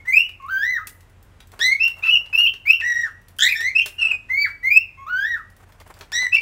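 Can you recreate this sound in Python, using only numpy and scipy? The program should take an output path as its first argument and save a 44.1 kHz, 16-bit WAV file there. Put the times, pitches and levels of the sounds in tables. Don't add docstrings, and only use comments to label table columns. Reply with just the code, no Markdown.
import sys
import numpy as np
from scipy import signal
from scipy.fft import rfft, irfft
from scipy.io import wavfile
from scipy.ndimage import uniform_filter1d

SR = 44100
rng = np.random.default_rng(int(sys.argv[2]) if len(sys.argv) > 2 else 0)


def invert_db(x):
    u = np.asarray(x, float) / 20
    return 10 ** u


def inscribe(sig):
    pcm = np.round(np.clip(np.atleast_2d(sig).T, -1, 1) * 32767)
    wavfile.write(sys.argv[1], SR, pcm.astype(np.int16))


N = 282681


def at_hz(points, hz):
    points = np.array(points)
    return np.interp(np.log(np.maximum(hz, 1)), np.log(points[:, 0]), points[:, 1])


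def rms_one(x):
    return x / np.sqrt(np.mean(x ** 2) + 1e-20)


def coloured(x, points):
    return irfft(rfft(x) * invert_db(at_hz(points, np.fft.rfftfreq(len(x), 1 / SR))), len(x))


def drift(rate_hz):
    r = np.exp(-2 * np.pi * rate_hz / SR)
    return rms_one(signal.lfilter([1], [1, -2 * r, r * r], rng.standard_normal(N + SR))[SR:])


def shake(top_hz):
    low_pass = signal.butter(6, top_hz, fs=SR, output="sos")
    return rms_one(signal.sosfilt(low_pass, rng.standard_normal(N)))


def swell_and_fade(t, start, end, ramp_s=0.0069):
    return np.clip(np.minimum(t - start, end - t) / ramp_s, 0, 1)


def air(level_db=-57):
    # (frequency [Hz], density [dB per Hz])
    air_colour = [(24, -55), (45, -7), (100, -11), (200, -16), (400, -21), (900, -24), (1600, -26),
                  (2800, -31.5), (4500, -40), (8000, -42), (12000, -47.5), (16000, -52)]
    return invert_db(level_db + drift(2.5) / 2) * rms_one(coloured(rng.standard_normal(N), air_colour))


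def compressor(wobble_db=0.3):
    # (frequency [Hz], rms level [dB])
    hum = [(39, -58.5), (60, -63), (86, -59), (92, -57), (117, -66.5), (170, -74.5)]
    t = np.arange(N) / SR
    out = np.zeros(N)
    for hz, db in hum:
        level = np.sqrt(2) * invert_db(db + wobble_db * drift(3))
        out += level * np.sin(2 * np.pi * (hz * t + rng.random()))
    return out


def shuffle(lumpy_db=5.5, ramp_share=0.058):
    # (start [s], length [s], rms level [dB])
    rustles = [(1.517, 0.22, -55), (1.74, 0.6, -60), (2.2, 0.035, -68), (5.574, 0.32, -63),
               (5.862, 0.21, -55), (6.125, 0.144, -51.5), (5.8, 0.024, -53), (5.938, 0.026, -60.5),
               (7.1, 0.045, -38), (4, 0.17, -52.5)]
    # (frequency [Hz], density [dB per Hz])
    feathers = [(150, -4), (350, 0), (1000, 4.5), (2200, -4), (4000, -19), (8000, -15.5), (16000, -22.5)]
    t = np.arange(N) / SR
    level = np.zeros(N)
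    for start, length, db in rustles:
        level += invert_db(db) * swell_and_fade(t, start, start + length, ramp_share * length)
    return level * invert_db(lumpy_db * drift(25)) * rms_one(coloured(rng.standard_normal(N), feathers))


def claws(scratch_s=0.0047, knock_s=0.0053, split_hz=4500, body_hz=1100, knock_db=2.5, ring_db=-24):
    # (frequency [Hz], level [dB], T60 [s])
    sheet = [(420, 0, .06), (600, -2, .05), (760, -5, .04), (930, -5, .04), (1080, -3, .045),
             (1350, -3, .04)]
    # (time [s], peak level [dB], dull body against the
    # peak [dB])
    steps = [(0.2913, -48.5, 9), (0.4225, -58, 2), (0.4628, -52, -16), (0.521, -47, -31),
             (0.631, -45, 10), (0.7287, -82, -12), (0.8709, -27.5, -6.5), (1.0066, -47.5, -4),
             (1.0974, -58, -7), (1.2275, -50.5, -16), (1.4036, -50.5, 12.5), (1.472, -51.5, -6.5),
             (1.518, -48.5, 4), (1.592, -39, 11), (1.603, -44, 3.5), (1.667, -33.5, -17),
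             (1.769, -62, -4), (1.8785, -33.5, 3.5), (1.986, -48, -1), (2.0388, -63.5, -14),
             (2.084, -54.5, 11), (2.2606, -57.5, 17), (2.5372, -50, 17.5), (2.7449, -54, 0),
             (2.8076, -63, 32.5), (2.812, -60.5, -2), (6.407, -45, 10), (3.1112, -58, -3.5),
                (3.2157, -56, -9.5), (3.2836, -44.5, -4.5), (3.365, -50, -8), (3.386, -28, -11),
                (3.6063, -33.5, 8.5), (3.86, -25.5, 4.5), (5.501, -52.5, -9), (5.5658, -50, -8),
                (5.609, -60, -14), (5.688, -58.5, -16.5), (5.722, -53.5, 6), (5.801, -49, 7.5),
                (5.8753, -50, -2), (5.94, -49.5, 5), (5.989, -45, -7), (6.0096, -47.5, 16),
                (6.119, -39, 11.5), (6.2227, -54, 13), (6.342, -31, 1)]
    near_s, near_db = 5.65, 9
    t = np.arange(int(.12 * SR)) / SR
    bright = signal.butter(2, split_hz, "high", fs=SR, output="sos")
    dull = signal.butter(2, [body_hz, split_hz], "band", fs=SR, output="sos")
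    modes = np.array([invert_db(db - 60 * t / t60) * np.sin(2 * np.pi * hz * t) for hz, db, t60 in sheet])
    out = np.zeros(N + len(t))
    for s, peak_db, body_db in steps:
        scratch = signal.sosfilt(bright, rng.standard_normal(len(t)) * np.exp(-t / scratch_s))
        knock = invert_db(knock_db) * signal.sosfilt(dull, rng.standard_normal(len(t)) * np.exp(-t / knock_s))
        strike = rng.standard_normal(len(sheet))
        ring = invert_db(ring_db + near_db * (s > near_s)) * strike @ modes
        start = int(s * SR)
        out[start:start + len(t)] += invert_db(peak_db) * (scratch + invert_db(body_db) * (knock + ring))
    return out[:N]


def throat_db(hz):
    # (frequency [Hz], gain [dB])
    throat = [(1000, 4), (1500, -1.5), (2100, -2), (2800, -4.5), (3500, 2.5), (4500, -3), (5600, 0.5),
              (8500, -21)]
    return at_hz(throat, hz)


def upper_partials(phase, hz, level_db, rasp, haze, slope_db, at, waver, flutter):
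    # (frequency [Hz], gain [dB])
    beak = [(4000, -12), (6500, -1), (8000, -12), (10000, -26.5), (11500, -14.5), (13000, -15),
            (15500, -9.5)]
    out = 0
    for k in range(4, 14):
        fade_db = 4 * waver[at - 4000 * k] - 12 * rasp * (k - 4)
        fade_db = fade_db + slope_db * np.maximum(k * hz - 9000, 0) / 1e3
        grain = 1 + haze + 0.6 * flutter[at - 3000 * k]
        audible = k * hz < .4 * SR
        out = out + grain * invert_db(level_db + fade_db + at_hz(beak, k * hz)) * audible * np.sin(k * phase)
    return out


def uneven_cycles(phase, t, first_db, half_db, sway):
    # (multiple of half the pitch, level [dB])
    half_lines = [(1, -7), (3, -3), (5, -16)]
    # (start [s], length [s], level against the fundamental [dB])
    quarters = [
        (2.035, 0.051, -27.5),
        (4.0, .13, -37.5),
        (2.7, 0.062, -45),
    ]
    out = 0
    for k, line_db in half_lines:
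        out = out + invert_db(first_db + half_db + line_db + 5 * sway) * np.sin(k * phase / 2)
    for start, length, quarter_db in quarters:
        lines = sum(np.sin(k * phase / 4) * 3 / k for k in (2, 3, 5, 7))
        out = out + swell_and_fade(t, start, start + length) * invert_db(first_db + quarter_db + 4 * sway) * lines
    return out


def gasps(breath):
    # (start [s], length [s], rms level [dB])
    bursts = [(1.591, 0.026, -40.5), (2.045, 0.027, -42), (2.326, 0.019, -42.5), (2.364, 0.058, -44.5),
              (2.651, 0.033, -48), (2.736, 0.0069, -49.5), (2.79, 0.032, -52), (3.047, 0.047, -46),
              (4.002, 0.066, -52.5), (4.112, 0.021, -44.5), (4.455, 0.059, -46.5), (5.353, 0.047, -51.5),
              (0.769, .04, -54.5), (6.207, 0.042, -42), (3.389, 0.095, -60)]
    out = np.zeros(N)
    for s, length, db in bursts:
        span = slice(int(s * SR), int((s + length) * SR))
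        out[span] += invert_db(db) * np.sqrt(np.hanning(span.stop - span.start)) * breath[span]
    return out


def song():
    # (time [s], pitch [Hz], level [dB])
    rise_and_long_call = [
        [(0, 2150, -39.5), (0.03, 2260, -69.5)],
        [(0.05, 1800, -44), (0.068, 1940, -42.5), (0.085, 2044, -19), (0.118, 2082, -26), (0.14, 2386, -11.5),
         (0.175, 2624, -10.5), (0.2, 2769, -12.5), (0.225, 2923, -35.5), (0.27, 2917, -26)],
        [(0.398, 1150, -34), (0.415, 1068, -49), (0.45, 1086, -32.5), (0.465, 1170, -34.5),
         (0.478, 1175, -43.5)],
        [(0.478, 1154, -32.5), (0.505, 1549, -26.5), (0.56, 1555, -24), (0.615, 1646, -22.5),
         (0.662, 1953, -21), (0.72, 2043, -20), (0.766, 1836, -23.5), (0.798, 1211, -37.5), (0.83, 1306, -34)],
    ]
    chatter = [
        [(1.598, 1630, -37.5), (1.612, 1700, -30.5), (1.615, 1821, -20.5), (1.645, 1993, -18.5),
         (1.67, 2034, -16), (1.7, 2066, -22), (1.73, 2183, -14), (1.752, 2218, -25), (1.77, 2270, -33.5)],
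        [(1.793, 2396, -26.5), (1.81, 2670, -20.5), (1.822, 2683, -12.5), (1.835, 2703, -13),
         (1.85, 2763, -9.5), (1.862, 2743, -19), (1.878, 3150, -39.5)],
        [(2.022, 2277, -33), (2.04, 2710, -20.5), (2.098, 2654, -14), (2.11, 2948, -19.5), (2.138, 2930, -13),
         (2.158, 2752, -11.5), (2.175, 2770, -20), (2.19, 2790, -44)],
        [(2.327, 2470, -18), (2.343, 2630, -28), (2.352, 2680, -11.5), (2.368, 2690, -19), (2.385, 2789, -11.5),
         (2.425, 2904, -19), (2.466, 2730, -11.5), (2.476, 3120, -15), (2.5, 3270, -58)],
    ]
    rise_and_held_note = [
        [(2.652, 2050, -36), (2.665, 2230, -27), (2.68, 2372, -12), (2.688, 2533, -18), (2.7, 2565, -10.5),
         (2.715, 2730, -12), (2.73, 2754, -11.5), (2.748, 3210, -31)],
        [(2.797, 2600, -27.5), (2.808, 2685, -23.5), (2.824, 2350, -36.5)],
        [(2.81, 2050, -25), (2.826, 1798, -28), (2.858, 1949, -17.5), (2.915, 1933, -16), (2.94, 1887, -20),
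         (3.02, 1900, -20.5), (3.042, 1834, -23.5), (3.065, 1622, -30.5), (3.09, 1182, -40.5)],
    ]
    squawks = [
        [(3.386, 1540, -45.5), (3.392, 1574, -28.5), (3.405, 1662, -34.5), (3.425, 1747, -16.5),
         (3.44, 1846, -21.5), (3.455, 1890, -13), (3.47, 1969, -14), (3.483, 2095, -8)],
        [(3.484, 2345, -16.5), (3.5, 2503, -22.5), (3.52, 2448, -20), (3.535, 2225, -9.5)],
        [(3.548, 1700, -34.5), (3.558, 1770, -24.5), (3.615, 1847, -27.5), (3.645, 1974, -21.5),
         (3.665, 2026, -18), (3.68, 2132, -21), (3.7, 2188, -32.5), (3.72, 2450, -39.5)],
        [(3.749, 2467, -17.5), (3.765, 2640, -18), (3.777, 2710, -18.5), (3.785, 2740, -10.5),
         (3.792, 2750, -8.5), (3.807, 2390, -18)],
        [(3.812, 3150, -27.5), (3.822, 3055, -26), (3.84, 3300, -38.5)],
        [(3.98, 2840, -31), (4.008, 2744, -21.5), (4.028, 2687, -13), (4.065, 2558, -21.5), (4.085, 2870, -28),
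         (4.1, 2937, -31.5), (4.115, 2536, -15.5), (4.135, 2480, -18)],
    ]
    whistles = [
        [(4.287, 1830, -50), (4.305, 2040, -21.5), (4.35, 2157, -23), (4.39, 2274, -16.5), (4.42, 2292, -9.5),
         (4.443, 2264, -17.5), (4.455, 2016, -19.5), (4.47, 1484, -30), (4.482, 1136, -39)],
        [(4.627, 1920, -35), (4.65, 2050, -20), (4.672, 2120, -17.5), (4.695, 2192, -23), (4.715, 2394, -12.5),
         (4.75, 2528, -14), (4.772, 2617, -11.5), (4.79, 2662, -17.5), (4.835, 2875, -41)],
        [(4.972, 1050, -50), (4.99, 1084, -44), (5.03, 1099, -35), (5.062, 1087, -38)],
        [(5.062, 1113, -31.5), (5.1, 1442, -30), (5.15, 1486, -23.5), (5.235, 1662, -20.5), (5.27, 1884, -26),
         (5.31, 1934, -20.5), (5.345, 1812, -24), (5.37, 1430, -35), (5.42, 1163, -44)],
    ]
    last_phrase = [
        [(6.122, 1640, -34.5), (6.14, 1888, -30), (6.16, 1903, -19.5), (6.185, 1983, -21), (6.21, 2012, -22),
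         (6.235, 1988, -21.5), (6.255, 1994, -24), (6.27, 1957, -16.5), (6.31, 2010, -83)],
        [(6.317, 2440, -32), (6.333, 2680, -14), (6.348, 2633, -13), (6.36, 2750, 2.5)],
        [(6.364, 2370, -3.5), (6.375, 2320, -21), (6.405, 2354, -39)],
    ]
    notes = rise_and_long_call + chatter + rise_and_held_note + squawks + whistles + last_phrase
    # (second partial [dB], third partial [dB],
    # upper partials [dB], half lines [dB], breath [dB])
    voices = [(-30.5, -28.5, -34.5, -27.5, -32.5), (-32, -24.5, -22, -51.5, -35),
              (-13, -45, -28, -48.5, -30), (-23.5, -26.5, -35, -47.5, -37),
              (-12.5, -19.5, -21.5, -48, -36.5), (-27, -37.5, -22.5, -50.5, -41.5),
              (-33.5, -34, -15.5, -37, -32.5), (-34, -35, -8, -41.5, -46.5), (-28, -31, -19.5, -42, -45.5),
              (-25, -19, -32, -40.5, -43.5), (-30, -23, -31, -44, -45.5), (-2, -16.5, -15, -59, -64.5),
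              (-24, -34, 0, -49, -34), (-18, -18, -26, -45, -43.5), (-26, -23.5, -21, -47.5, -41),
              (-14.5, -21, -9, -29.5, -47.5), (-32, -17.5, -29.5, -41, -34),
              (-23.5, -31.5, -29, -57.5, -36), (-29.5, -30.5, -23, -56, -37), (-7, -30, -34, -46, -58),
              (-22, -30, -35.5, -40.5, -44), (-14.5, -15.5, -23, -41, -32), (-29, -45, -21, -53, -45),
              (-25, -30, -31, -35, -51)]
    strains = [.05, .04, .02, .02, .07, .06, .12, .1, .05, .5, .09, .45, .3, .15, .1, .05, .12, .02, .02,
               .02, .03, .1, .08, .08]
    half_trends = [-4, -91, 2, -88, 4, 4, -140, 13, 1, 4, -13, 9.5, 4, -1.5, 2.5, -3, -120, 3.5, 1, -8, -84,
                   -5, -1.5, -6]
    second_trends = [3, 5, 4, -7, 3, -4, 35.5, -88, 3.5, 0.5, 9.5, 8, -87.5, 19, -4, 6, -46, 169, 1, -5,
                     -5.5, 39, 3, 1]
    # (haze against the partials [dB], slope of the upper partials above 9 kHz
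    # [dB/kHz])
    grains = [(-18.5, 2), (-5, .3), (-17, 0), (-13, 2), (-8.5, -1.3), (-9, 1), (-7.5, 0.5), (-4.5, 0),
              (-7.5, 1), (-4, 2.5), (-8, -0.5), (-1, 2.2), (-2, -2), (-5.5, -1), (-3.5, -1.5), (-3.5, -0.5),
              (-2, 0), (-16, 1.5), (-11, 0.6), (-16.5, 1), (-10, 1.5), (-6.5, -1.5), (-6.5, 0.5),
              (-6, -0.5)]
    # (frequency [Hz], density [dB per Hz])
    breath_colour = [(500, -31.5), (1000, -1.5), (1700, 3), (2600, -9.5), (4000, -14.5), (8000, -20.5),
                     (12000, -25), (16000, -28)]
    effort_s, puff_s, puff_db = 0.025, 0.039, -24
    steady_strain = .14

    out = np.zeros(N)
    tremor, flutter, waver = shake(200), shake(280), drift(40)
    turbulence = np.resize(tremor[::4], N)
    breath = rms_one(coloured(rng.standard_normal(N), breath_colour))
    for rows, voice, rasp, half_trend, second_trend, (haze_db, slope_db) in zip(
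            notes, voices, strains, half_trends, second_trends, grains):
        second_db, third_db, upper_db, half_db, breath_db = voice
        s, pitch, level = np.transpose(rows)
        at = np.arange(int(s[0] * SR), min(int(s[-1] * SR), N))
        t = at / SR
        from_middle = t - t.mean()
        hz, first_db = np.interp(t, s, pitch), np.interp(t, s, level)

        effort_db = uniform_filter1d(first_db - throat_db(hz), int(effort_s * SR), mode="nearest")
        effort_db = effort_db + 0.18 * (effort_db - effort_db.max())
        drop = np.maximum(-np.gradient(np.log2(hz), t), 0)
        fall = uniform_filter1d(drop, int(effort_s * SR / 2), mode="nearest")
        effort_db = effort_db - 0.65 * fall - 15.7 * max(second_db + 24, 0) * from_middle
        second_db = effort_db + second_db + second_trend * from_middle + throat_db(2 * hz)
        third_db = effort_db + third_db + throat_db(3 * hz)

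        pitch_strain = min(rasp, steady_strain)
        hz = hz * (1 + 6 * pitch_strain * waver[::-1][at] / 100)
        tremor_pct = 5.8 * pitch_strain + 0.15 * fall
        phase = 2 * np.pi * np.cumsum(hz * (1 + tremor_pct * tremor[at] / 100)) / SR

        haze = invert_db(haze_db) * turbulence[at]
        flicker = 3.5 * np.clip(rasp, steady_strain / 3, 2 * steady_strain)
        low_haze = invert_db(-16.5) * haze
        second_ragged = 1 + flicker * flutter[::-1][at] + low_haze
        third_ragged = 1 + flicker * tremor[at] + low_haze
        note = invert_db(first_db) * np.sin(phase)
        note += second_ragged * invert_db(second_db) * np.sin(2 * phase)
        note += third_ragged * invert_db(third_db) * np.sin(3 * phase)
        upper_level_db = (first_db + third_db) / 2 + 12.5 + upper_db
        note += upper_partials(phase, hz, upper_level_db, rasp, haze, slope_db, at, waver, flutter)
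        note += uneven_cycles(phase, t, first_db, half_db + half_trend * from_middle, waver[at])
        note *= np.sqrt(2 / (1 + rasp ** 2)) * (1 + rasp * flutter[at])

        puff = invert_db(first_db.max() + puff_db) * np.exp(-(t - t[0]) / puff_s)
        leak = invert_db(first_db - 38 + 4.4 * waver[at]) + invert_db(-4.5) * puff
        note += invert_db(breath_db + 25.5) * leak * breath[at]
        out[at] += note * swell_and_fade(t, t[0], t[-1])
    return out + gasps(breath)


def room(x):
    # (frequency [Hz], T60 [s])
    room_t60 = [(300, 0.29), (1400, 0.25), (2000, 0.21), (6000, 0.18), (15000, 0.33)]
    late_db, late_t60_s = -22, 0.72
    wet_db, corner_db, corner_s = -8, -5, .022
    t = np.arange(int(.7 * SR)) / SR
    tail = 0
    for hz in 180 * 2. ** np.arange(7):
        band = signal.butter(2, [hz / np.sqrt(2), hz * np.sqrt(2)], "band", fs=SR, output="sos")
        decay = invert_db(-60 * t / at_hz(room_t60, hz)) + invert_db(late_db - 60 * t / late_t60_s)
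        tail = tail + signal.sosfilt(band, rng.standard_normal(len(t))) * decay
    tail *= np.clip(t / 0.00093, 0, 1)
    hits = rng.random(len(t)) < 900 / SR
    corner = rng.standard_normal(len(t)) * hits * np.exp(-t / corner_s) * (t > .0015)
    echoes = invert_db(wet_db) * tail / np.linalg.norm(tail) + invert_db(corner_db) * corner / np.linalg.norm(corner)
    return x + signal.fftconvolve(x, echoes)[:N]


def throbs(width_s=0.0018):
    # (time [s], swell or dip [dB])
    meetings = [(4.411, -5.5), (0.153, -12), (.178, -7), (0.187, -4.5), (.197, 0.5), (.208, 3),
                (0.504, -10.5), (0.673, -7), (0.686, -4), (.703, -2), (0.717, -7.5), (0.765, 2.5),
                (1.729, 1.5), (1.835, 4), (1.843, 0.5), (2.07, 0), (2.115, 3), (2.119, -7), (2.15, -10),
                (2.155, 4), (2.173, 4), (2.343, -3), (2.372, -8.5), (2.384, -3), (2.468, 3.5),
                (2.678, -4.5), (2.709, 2.5), (2.725, -2), (2.741, -3), (2.934, -10), (2.953, -4.5),
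                (3.031, -4), (3.46, -3), (3.616, 2), (3.64, -3), (3.697, 2), (3.778, -4.5), (3.798, 0.5),
                (4.007, -7.5), (4.017, 4.5), (4.038, -9), (4.047, -10.5), (4.068, -5), (4.107, 7.5),
                (4.128, -7), (4.701, -12), (4.775, 3), (4.792, -5), (5.119, -7), (5.303, -6), (5.336, -4),
                (5.344, 5.5), (6.177, -3), (6.2, -2), (6.263, -12), (6.269, 4.5), (6.274, -13), (6.342, -6),
                (6.36, 5), (6.375, -8)]
    t, gain_db = np.arange(N) / SR, np.zeros(N)
    for s, db in meetings:
        span = slice(int((s - .02) * SR), int((s + .02) * SR))
        gain_db[span] += db * np.exp(-.5 * ((t[span] - s) / width_s) ** 2)
    return invert_db(gain_db)


def scene():
    background = air() + compressor() + shuffle()
    return (background + throbs() * room(song() + claws()))[None]


def band_limit(x):
    return signal.sosfilt(signal.butter(12, 16820, fs=SR, output="sos"), x)


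def record(dry, ratio=0.089, threshold_db=-40, release_db_s=25, makeup_db=2.5, ceiling=2.5, cutoff_hz=15760):
    level_db = 10 * np.log10(uniform_filter1d(dry[0] ** 2, size=441) + 1e-12)
    ramp = release_db_s * np.arange(N) / SR
    held_db = np.maximum.accumulate(level_db + ramp) - ramp
    gain_db = uniform_filter1d(-ratio * np.maximum(held_db - threshold_db, 0), size=441)
    clipped = ceiling * np.tanh(dry * invert_db(gain_db + makeup_db) / ceiling)
    top_cut = signal.ellip(10, .5, 55, cutoff_hz, fs=SR, output="sos")
    return band_limit(signal.sosfilt(top_cut, clipped))


dry = scene()
out = record(dry)
inscribe(out)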